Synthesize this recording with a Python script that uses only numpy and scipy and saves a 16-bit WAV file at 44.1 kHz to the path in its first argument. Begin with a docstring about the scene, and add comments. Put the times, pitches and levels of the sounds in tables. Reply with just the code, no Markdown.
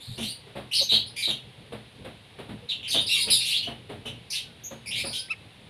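"""Whistling ducks call with their ducklings inside a wooden hutch bedded with straw.
Each call is a gliding harmonic tone from the syrinx, roughened by modulation and hiss: short raspy
whistles from the ducks, thin high peeps and bouts of twitter from the ducklings. Reflections from the
plank walls smear them into a ringing tail. Soft knocks excite the modes of the boards; a few low notes,
a far bird's whistles and one close, nearly dry chirp stand over a faint outdoor hush."""
import sys
import numpy as np
from scipy import signal
from scipy.fft import rfft, irfft
from scipy.io import wavfile
from scipy.ndimage import map_coordinates

SR = 44100
rng = np.random.default_rng(int(sys.argv[2]) if len(sys.argv) > 2 else 0)


def generate_wav(sig):
    """Save sig (samples, or channels by samples) to the path in sys.argv[1] as 16-bit PCM at SR."""
    pcm = np.round(np.clip(np.atleast_2d(sig).T, -1, 1) * 32767).astype(np.int16)
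    wavfile.write(sys.argv[1], SR, pcm)


N = 250929


def undb(db):
    """Amplitude ratio of a level in decibels."""
    return 10 ** (np.asarray(db) / 20)


def gain_at(hz, spectrum):
    """Gain of a spectrum (frequency_hz, level_db), interpolated on a logarithmic frequency axis."""
    corners_hz, db = np.transpose(spectrum)
    return undb(np.interp(np.log(np.maximum(hz, 1)), np.log(corners_hz), db))


def noise(size, spectrum):
    """Spectral shaping: white noise filtered to a spectrum and scaled to rms 1."""
    white = rfft(rng.standard_normal(size))
    shaped = irfft(white * gain_at(np.fft.rfftfreq(size, 1 / SR), spectrum), size)
    return shaped / np.sqrt(np.mean(shaped ** 2))


def wander(size, rate_hz):
    """Random modulator: a spline through Gaussian values, with a spread near 1."""
    steps = np.arange(size) / SR * rate_hz
    return map_coordinates(rng.standard_normal(int(steps[-1]) + 2), [steps], order=3, mode="nearest")


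def add(track, start_s, sound):
    """Superposition: a sound sums into the track from its start time."""
    i = max(int(start_s * SR), 0)
    track[i:i + len(sound)] += sound[:max(N - i, 0)]


def arch(length_s, start_hz, middle_hz, end_hz, edges_s):
    """Parabolic pitch contour and cosine-tapered envelope of one note."""
    progress = np.linspace(0, 1, int(max(length_s, .005) * SR))
    hz = np.polyval(np.polyfit([0, .5, 1], [start_hz, middle_hz, end_hz], 2), progress)
    return hz, np.sqrt(2) * signal.windows.tukey(len(hz), np.clip(edges_s / length_s, 0, 1))


def hush(level_db=-50, waver_db=3.5):
    """Outdoor ambient noise: steady hiss above a rumble under random amplitude modulation."""
    # spectral density of the background: frequency_hz, relative_db
    air_spectrum = [(24, -62), (40, -12.5), (108, 3), (202, -4), (350, -11.5), (449, -8), (621, -14.5),
                    (778, -14), (1310, -21), (2270, -15.5), (3740, -13), (5860, -35.5), (7710, -37),
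                    (9650, -26), (15500, -55)]
    air = noise(N, air_spectrum) * undb(level_db)
    rumble = signal.sosfiltfilt(signal.butter(2, 600, fs=SR, output="sos"), air)
    return rumble * undb(waver_db * wander(N, 15)) + (air - rumble)


def knocks(body_db=-4, body_t60_s=0.3, ring_db=-2, ring_t60_s=0.18, boom_db=6.5, boom_rise_s=0.023):
    """Damped vibration: a soft blow excites a hollow note and dense modes; low modes build up later."""
    # blows on the boards: start_s, blow_db, low_modes_db, ring_hz, rise_s
    blows = [(0.19, -30.5, -37, 358, .014), (0.475, -42, -60, 406, 0.0095),
             (0.569, -26.5, -38.5, 555, .018), (0.926, -28.5, -35.5, 451, .012),
             (1.285, -29.5, -40, 324.4, 0.011), (1.726, -31, -39.5, 478, .006),
             (2.05, -32, -45.5, 518, 0.0058), (2.39, -32.5, -46, 399, .006), (2.499, -32.5, -37, 325, .015),
             (2.951, -24, -39, 670, 0.0099), (3.28, -31, -38.5, 448, .012),
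             (3.682, -28.5, -38.5, 690, .012), (3.903, -30.5, -46, 415.4, .012),
             (4.057, -34, -41, 433, 0.0076), (4.716, -34, -43, 548, 0.0083),
             (5.045, -29.5, -43, 551, 0.0085)]
    # low modes of the boards: frequency_hz, relative_db, t60_s
    board_modes = [(66, -11, 0.39), (116.5, -6.5, 0.57), (153, -7, 0.34), (216, 0, 0.31)]
    # spectrum of the dense modes: frequency_hz, relative_db
    body_spectrum = [(150, -28), (260, -2.5), (420, -4), (600, -3.5), (850, -8.5), (1250, -14),
                     (3800, -15.5), (6400, -47.5), (9700, -27), (14000, -47)]
    out, t = np.zeros(N), np.arange(SR // 2) / SR
    for start_s, blow_db, low_modes_db, ring_hz, rise_s in blows:
        low_modes = np.zeros(len(t))
        for hz, db, t60_s in board_modes:
            detuned_hz = hz * (1 + 0.0464 * rng.standard_normal())
            low_modes += undb(db - 60 * t / t60_s) * np.sin(2 * np.pi * (detuned_hz * t + rng.random()))
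        boom = undb(low_modes_db + boom_db) * (1 - np.exp(-t / boom_rise_s)) * low_modes
        body = noise(len(t), body_spectrum) * undb(body_db - 60 * t / body_t60_s)
        hollow = np.sin(2 * np.pi * ring_hz * t) * undb(ring_db - 60 * t / ring_t60_s)
        blow = undb(blow_db) * (1 - np.exp(-t / rise_s)) * (body + hollow)
        add(out, start_s - rise_s, blow + boom)  # a soft contact begins one rise time early
    return out


def clucks(wobble=0.066, flutter=0.4):
    """Brief low notes that sag in pitch, made unsteady by random frequency and amplitude modulation."""
    # low notes: start_s, pitch_hz, level_db, length_s
    low_notes = [(0.070, 115, -38, 0.083), (0.198, 219.3, -39.5, 0.085), (0.808, 556, -34.5, 0.03),
                 (2.495, 208.4, -38.5, 0.069), (2.621, 468, -49.5, 0.05)]
    out = np.zeros(N)
    for start_s, pitch_hz, level_db, length_s in low_notes:
        hz, swell = arch(length_s, 1.1 * pitch_hz, pitch_hz, 1.07 * pitch_hz, edges_s=length_s / 2)
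        hz *= 1 + wobble * wander(len(hz), pitch_hz)
        swell *= 1 + flutter * wander(len(hz), 2 * pitch_hz)
        add(out, start_s, undb(level_db) * swell * np.sin(2 * np.pi * np.cumsum(hz) / SR))
    return out


def far_bird():
    """Pure tones: a bird outside whistles faint, gliding sinusoids."""
    # far whistles: start_s, length_s, start_hz, middle_hz, end_hz, level_db
    whistles = [ (3.15, 0.064, 1190, 1170, 1000, -54.5), (3.234, 0.071, 977, 950, 900, -54),
                (4.440, 0.1, 1555, 1500, 1410, -66), (5.082, 0.21, 1430, 1517, 1560, -60.5), ]
    out = np.zeros(N)
    for start_s, length_s, start_hz, middle_hz, end_hz, level_db in whistles:
        hz, swell = arch(length_s, start_hz, middle_hz, end_hz, edges_s=0.02)
        add(out, start_s, undb(level_db) * swell * np.sin(2 * np.pi * np.cumsum(hz) / SR))
    return out


def chirp(jitter=0.14, hold_s=0.01, rise_db_per_s=1700, fall_db_per_s=800, scoop_db=-24):
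    """A harmonic series scoops up softly, is loud at the top and roughens with jitter as it falls."""
    # one sharp chirp close by: start_s, length_s, start_hz, middle_hz, end_hz, level_db
    note = (5.283, .062, 869, 1320, 1004, -27)
    # its partials, the second strongest: harmonic_number, relative_db
    harmonics = [(1, -16.5), (2, 1.5), (3, -17.5), (4, -19), (5, -37), (6, -37), (8, -24)]
    start_s, length_s, start_hz, middle_hz, end_hz, level_db = note
    hz, swell = arch(length_s, start_hz, middle_hz, end_hz, edges_s=0.0066)
    t = np.arange(len(hz)) / SR - length_s / 2  # zero at the middle of the note
    hz *= 1 + jitter * np.maximum(t, 0) / (length_s / 2) * wander(SR // 2, 1003)[:len(t)]
    phase = 2 * np.pi * np.cumsum(hz) / SR
    tone = sum(undb(db) * np.sin(k * phase) for k, db in harmonics)
    attack_db = np.clip(rise_db_per_s * (t + hold_s / 2), scoop_db, 0)
    decay_db = -fall_db_per_s * np.maximum(t - hold_s / 2, 0)
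    out = np.zeros(N)
    add(out, start_s, swell * undb(level_db + attack_db + decay_db) * tone)
    return out


def syrinx(length_s, pitch_hz, glide_semitones, overtone_db, rasp, arch_semitones=1.122,
           trill_hz=56, trill_depth=0.1, tremor_hz=260, tremor=0.02396,
           jitter_hz=1100, jitter=0.1189, shimmer=0.53, rolloff_db=-2, hiss_db=-17):
    """Source and filter: a quivering harmonic glide; rasp (0-1) adds trill, jitter, shimmer and hiss."""
    # filter that the overtones pass through: frequency_hz, gain_db
    overtone_filter = [(5000, -1), (6000, -8.5), (7200, -14), (8500, -7.5), (9700, 1), (11000, -6),
                       (13000, -12.5), (15500, -30)]
    # hiss of a forced call: frequency_hz, relative_db
    hiss_spectrum = [(1200, -37), (2500, 7), (4500, -14), (7000, -8.5), (9700, -20), (15000, -35)]
    longest = SR // 8
    bend = np.array([-glide_semitones / 2, arch_semitones, glide_semitones / 2]) - arch_semitones / 2
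    hz, swell = arch(min(length_s, longest / SR), *(pitch_hz * 2 ** (bend / 12)), edges_s=0.011)
    n = len(hz)
    quiver, shake, flutter = (wander(longest, rate)[:n] for rate in (tremor_hz, jitter_hz, jitter_hz))
    trill = -np.cos(2 * np.pi * trill_hz * np.arange(n) / SR)
    hz *= 1 + tremor * quiver + rasp * (trill_depth * trill + jitter * shake)
    phase = 2 * np.pi * np.cumsum(hz) / SR
    tone = np.sin(phase) + rasp * undb(hiss_db) * noise(longest, hiss_spectrum)[:n]
    brightness = np.sqrt(swell / np.sqrt(2))  # overtones enter later and fade sooner
    for k in range(2, 7):
        gain = undb(overtone_db + rolloff_db * (k - 2)) * gain_at(k * hz, overtone_filter)
        tone += brightness * gain * (k * hz < SR / 2) * np.sin(k * phase)
    return swell * (1 + shimmer * rasp * flutter) * tone


def twitter(notes_per_s=30, scatter_s=0.0022, pitch_spread=.05, glide_semitones=2.5, spread_db=0.8):
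    """Quasi-periodic trains of soft duckling notes, varying at random in time, pitch, glide and level."""
    # bouts of twitter: start_s, end_s, pitch_hz, level_db
    bouts = [(0, .16, 3885, -46.5), (0.218, .28, 3750, -37), (1.161, 1.21, 3260, -38.5),
             (2.875, 2.94, 4400, -34), (3.378, 3.5, 2716, -34.5), (5.06, 5.17, 4487, -40)]
    out = np.zeros(N)
    for start_s, end_s, pitch_hz, level_db in bouts:
        for onset_s in np.arange(start_s, end_s, 1 / notes_per_s):
            late, high, slide, loud = rng.standard_normal(4)
            note = syrinx(length_s=.04, pitch_hz=pitch_hz * np.exp(pitch_spread * high),
                          glide_semitones=glide_semitones * slide, overtone_db=-4, rasp=0.566)
            add(out, onset_s + scatter_s * late, undb(level_db + spread_db * loud) * note)
    return out


def peeps(length_s=0.0352):
    """Nearly periodic vibration of a duckling's syrinx gives a thin peep with a strong octave."""
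    # ducklings' peeps: start_s, pitch_hz, level_db
    calls = [(0.281, 4380, -36.5), (0.81, 6010, -35), (1.059, 4780, -49), (2.886, 6100, -41),
             (3.0, 4570, -39), (3.202, 4740, -31), (3.298, 4760, -22), (3.344, 4680, -28),
             (4.634, 6290, -36.5), (4.868, 5000, -38), (5.048, 4720, -36), (5.175, 4840, -39)]
    out = np.zeros(N)
    for start_s, pitch_hz, level_db in calls:
        peep = syrinx(length_s, pitch_hz, glide_semitones=0.49, overtone_db=1.5, rasp=0.264)
        add(out, start_s, undb(level_db) * peep)
    return out


def ducks():
    """Whistles glide up or down; deeper modulation makes the softer calls rougher."""
    # ducks' whistles: start_s, length_s, pitch_hz, glide_semitones, level_db, overtone_db
    calls = [ (0.175, 0.083, 3034, -0.5, -34, -6.5), (0.711, 0.051, 2935, 1, -25.5, -13),
             (0.728, 0.051, 4486, 4, -24, -7), (0.764, 0.047, 4225, -2.5, -20.5, -14),
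             (0.887, 0.082, 3945, 1.5, -20, -17), (0.906, 0.05, 3193, 2, -21.5, -18.5),
             (1.161, 0.081, 2366, -0.5, -35, -1), (1.222, 0.039, 3785, -3, -24, -16.5),
             (1.274, .043, 3422, -4, -26.5, -12), (2.686, 0.042, 3540, -4.5, -27, -22.5),
             (2.826, .062, 2950, -4, -34.5, -25), (2.9, 0.051, 3420, -10, -26, -6),
             (2.939, 0.061, 3400, 2.5, -22, -19), (3.063, .041, 3804, -6.5, -27, -10),
             (3.089, 0.06, 2675, 0.5, -23.5, -7.5), (3.11, 0.06, 3566, -4, -23, -8.5),
             (3.153, 0.044, 2290, -2, -34, 3), (3.184, .049, 3994, 0.5, -26.5, -5),
             (3.277, 0.034, 3057, 0, -28, -14), (3.3, .06, 3823, -4.5, -21, -3),
             (3.38, 0.063, 3994, 0.5, -30.5, -19), (3.451, .068, 3730, 5.5, -28.5, -3),
             (3.512, 0.069, 3395, 6.5, -23, -17), (3.621, 0.031, 2926, 2, -28, -18),
             (4.053, 0.036, 3008, 1, -34, -13), (4.299, 0.069, 4500, -8, -32.5, -3.5),
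             (4.325, .062, 3126, 8, -31, -8.5), (4.856, 0.0318, 2396, 0.5, -34.5, -6.5),
             (4.906, 0.053, 3140, 5, -29, -17), (4.952, 0.07, 2370, 3.5, -33.5, -3.5),
             (4.954, 0.06, 3834, 3, -32, -7.5), (5.127, 0.051, 3330, 2.5, -30.5, -7)]
    # soft calls are scratchy, loud ones hold their tone: level_db, rasp
    rasp_by_level = [(-33.5, .95), (-31, 0.79), (-26.5, 0.55), (-21.5, 0.43)]
    # the lowest whistles stay cleaner: pitch_hz, share_of_rasp
    share_by_pitch = [(2350, .3), (2900, 0.63), (3050, 1)]
    out = np.zeros(N)
    for start_s, length_s, pitch_hz, glide_semitones, level_db, overtone_db in calls:
        rasp = np.interp(level_db, *np.transpose(rasp_by_level))
        rasp *= np.interp(pitch_hz, *np.transpose(share_by_pitch))
        add(out, start_s, undb(level_db) * syrinx(length_s, pitch_hz, glide_semitones, overtone_db, rasp))
    return out


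def hutch(sound, direct_db, walls_db, t60_s=0.29, treble_t60_s=0.22, build_s=0.0011):
    """Reverberation: close plank walls return a dense tail at once, and its treble decays sooner."""
    t = np.arange(SR // 2) / SR
    echoes = rng.standard_normal(len(t))
    low = signal.sosfiltfilt(signal.butter(2, 6000, fs=SR, output="sos"), echoes)
    tail = low * undb(-60 * t / t60_s) + (echoes - low) * undb(-60 * t / treble_t60_s)
    tail *= 1 - np.exp(-t / build_s)
    reflected = signal.fftconvolve(sound, tail / np.linalg.norm(tail))[:N]
    return undb(direct_db) * sound + undb(walls_db) * reflected


def scene():
    """Direct-to-reverberant ratio sets depth: the ducks are far inside, the other notes almost dry."""
    around = knocks() + hush()
    in_front = hutch(far_bird() + chirp() + clucks(), direct_db=0, walls_db=-20)
    inside = hutch(ducks() + peeps() + twitter(), direct_db=-7, walls_db=-1.5)
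    return (inside + in_front + around)[None]


def record(dry):
    """Band limiting: a steep low-pass filter removes the highest treble."""
    cutoff_hz = 15600
    return signal.sosfilt(signal.ellip(10, .2, 70, cutoff_hz, fs=SR, output="sos"), dry)


dry = scene()
out = record(dry)
generate_wav(out)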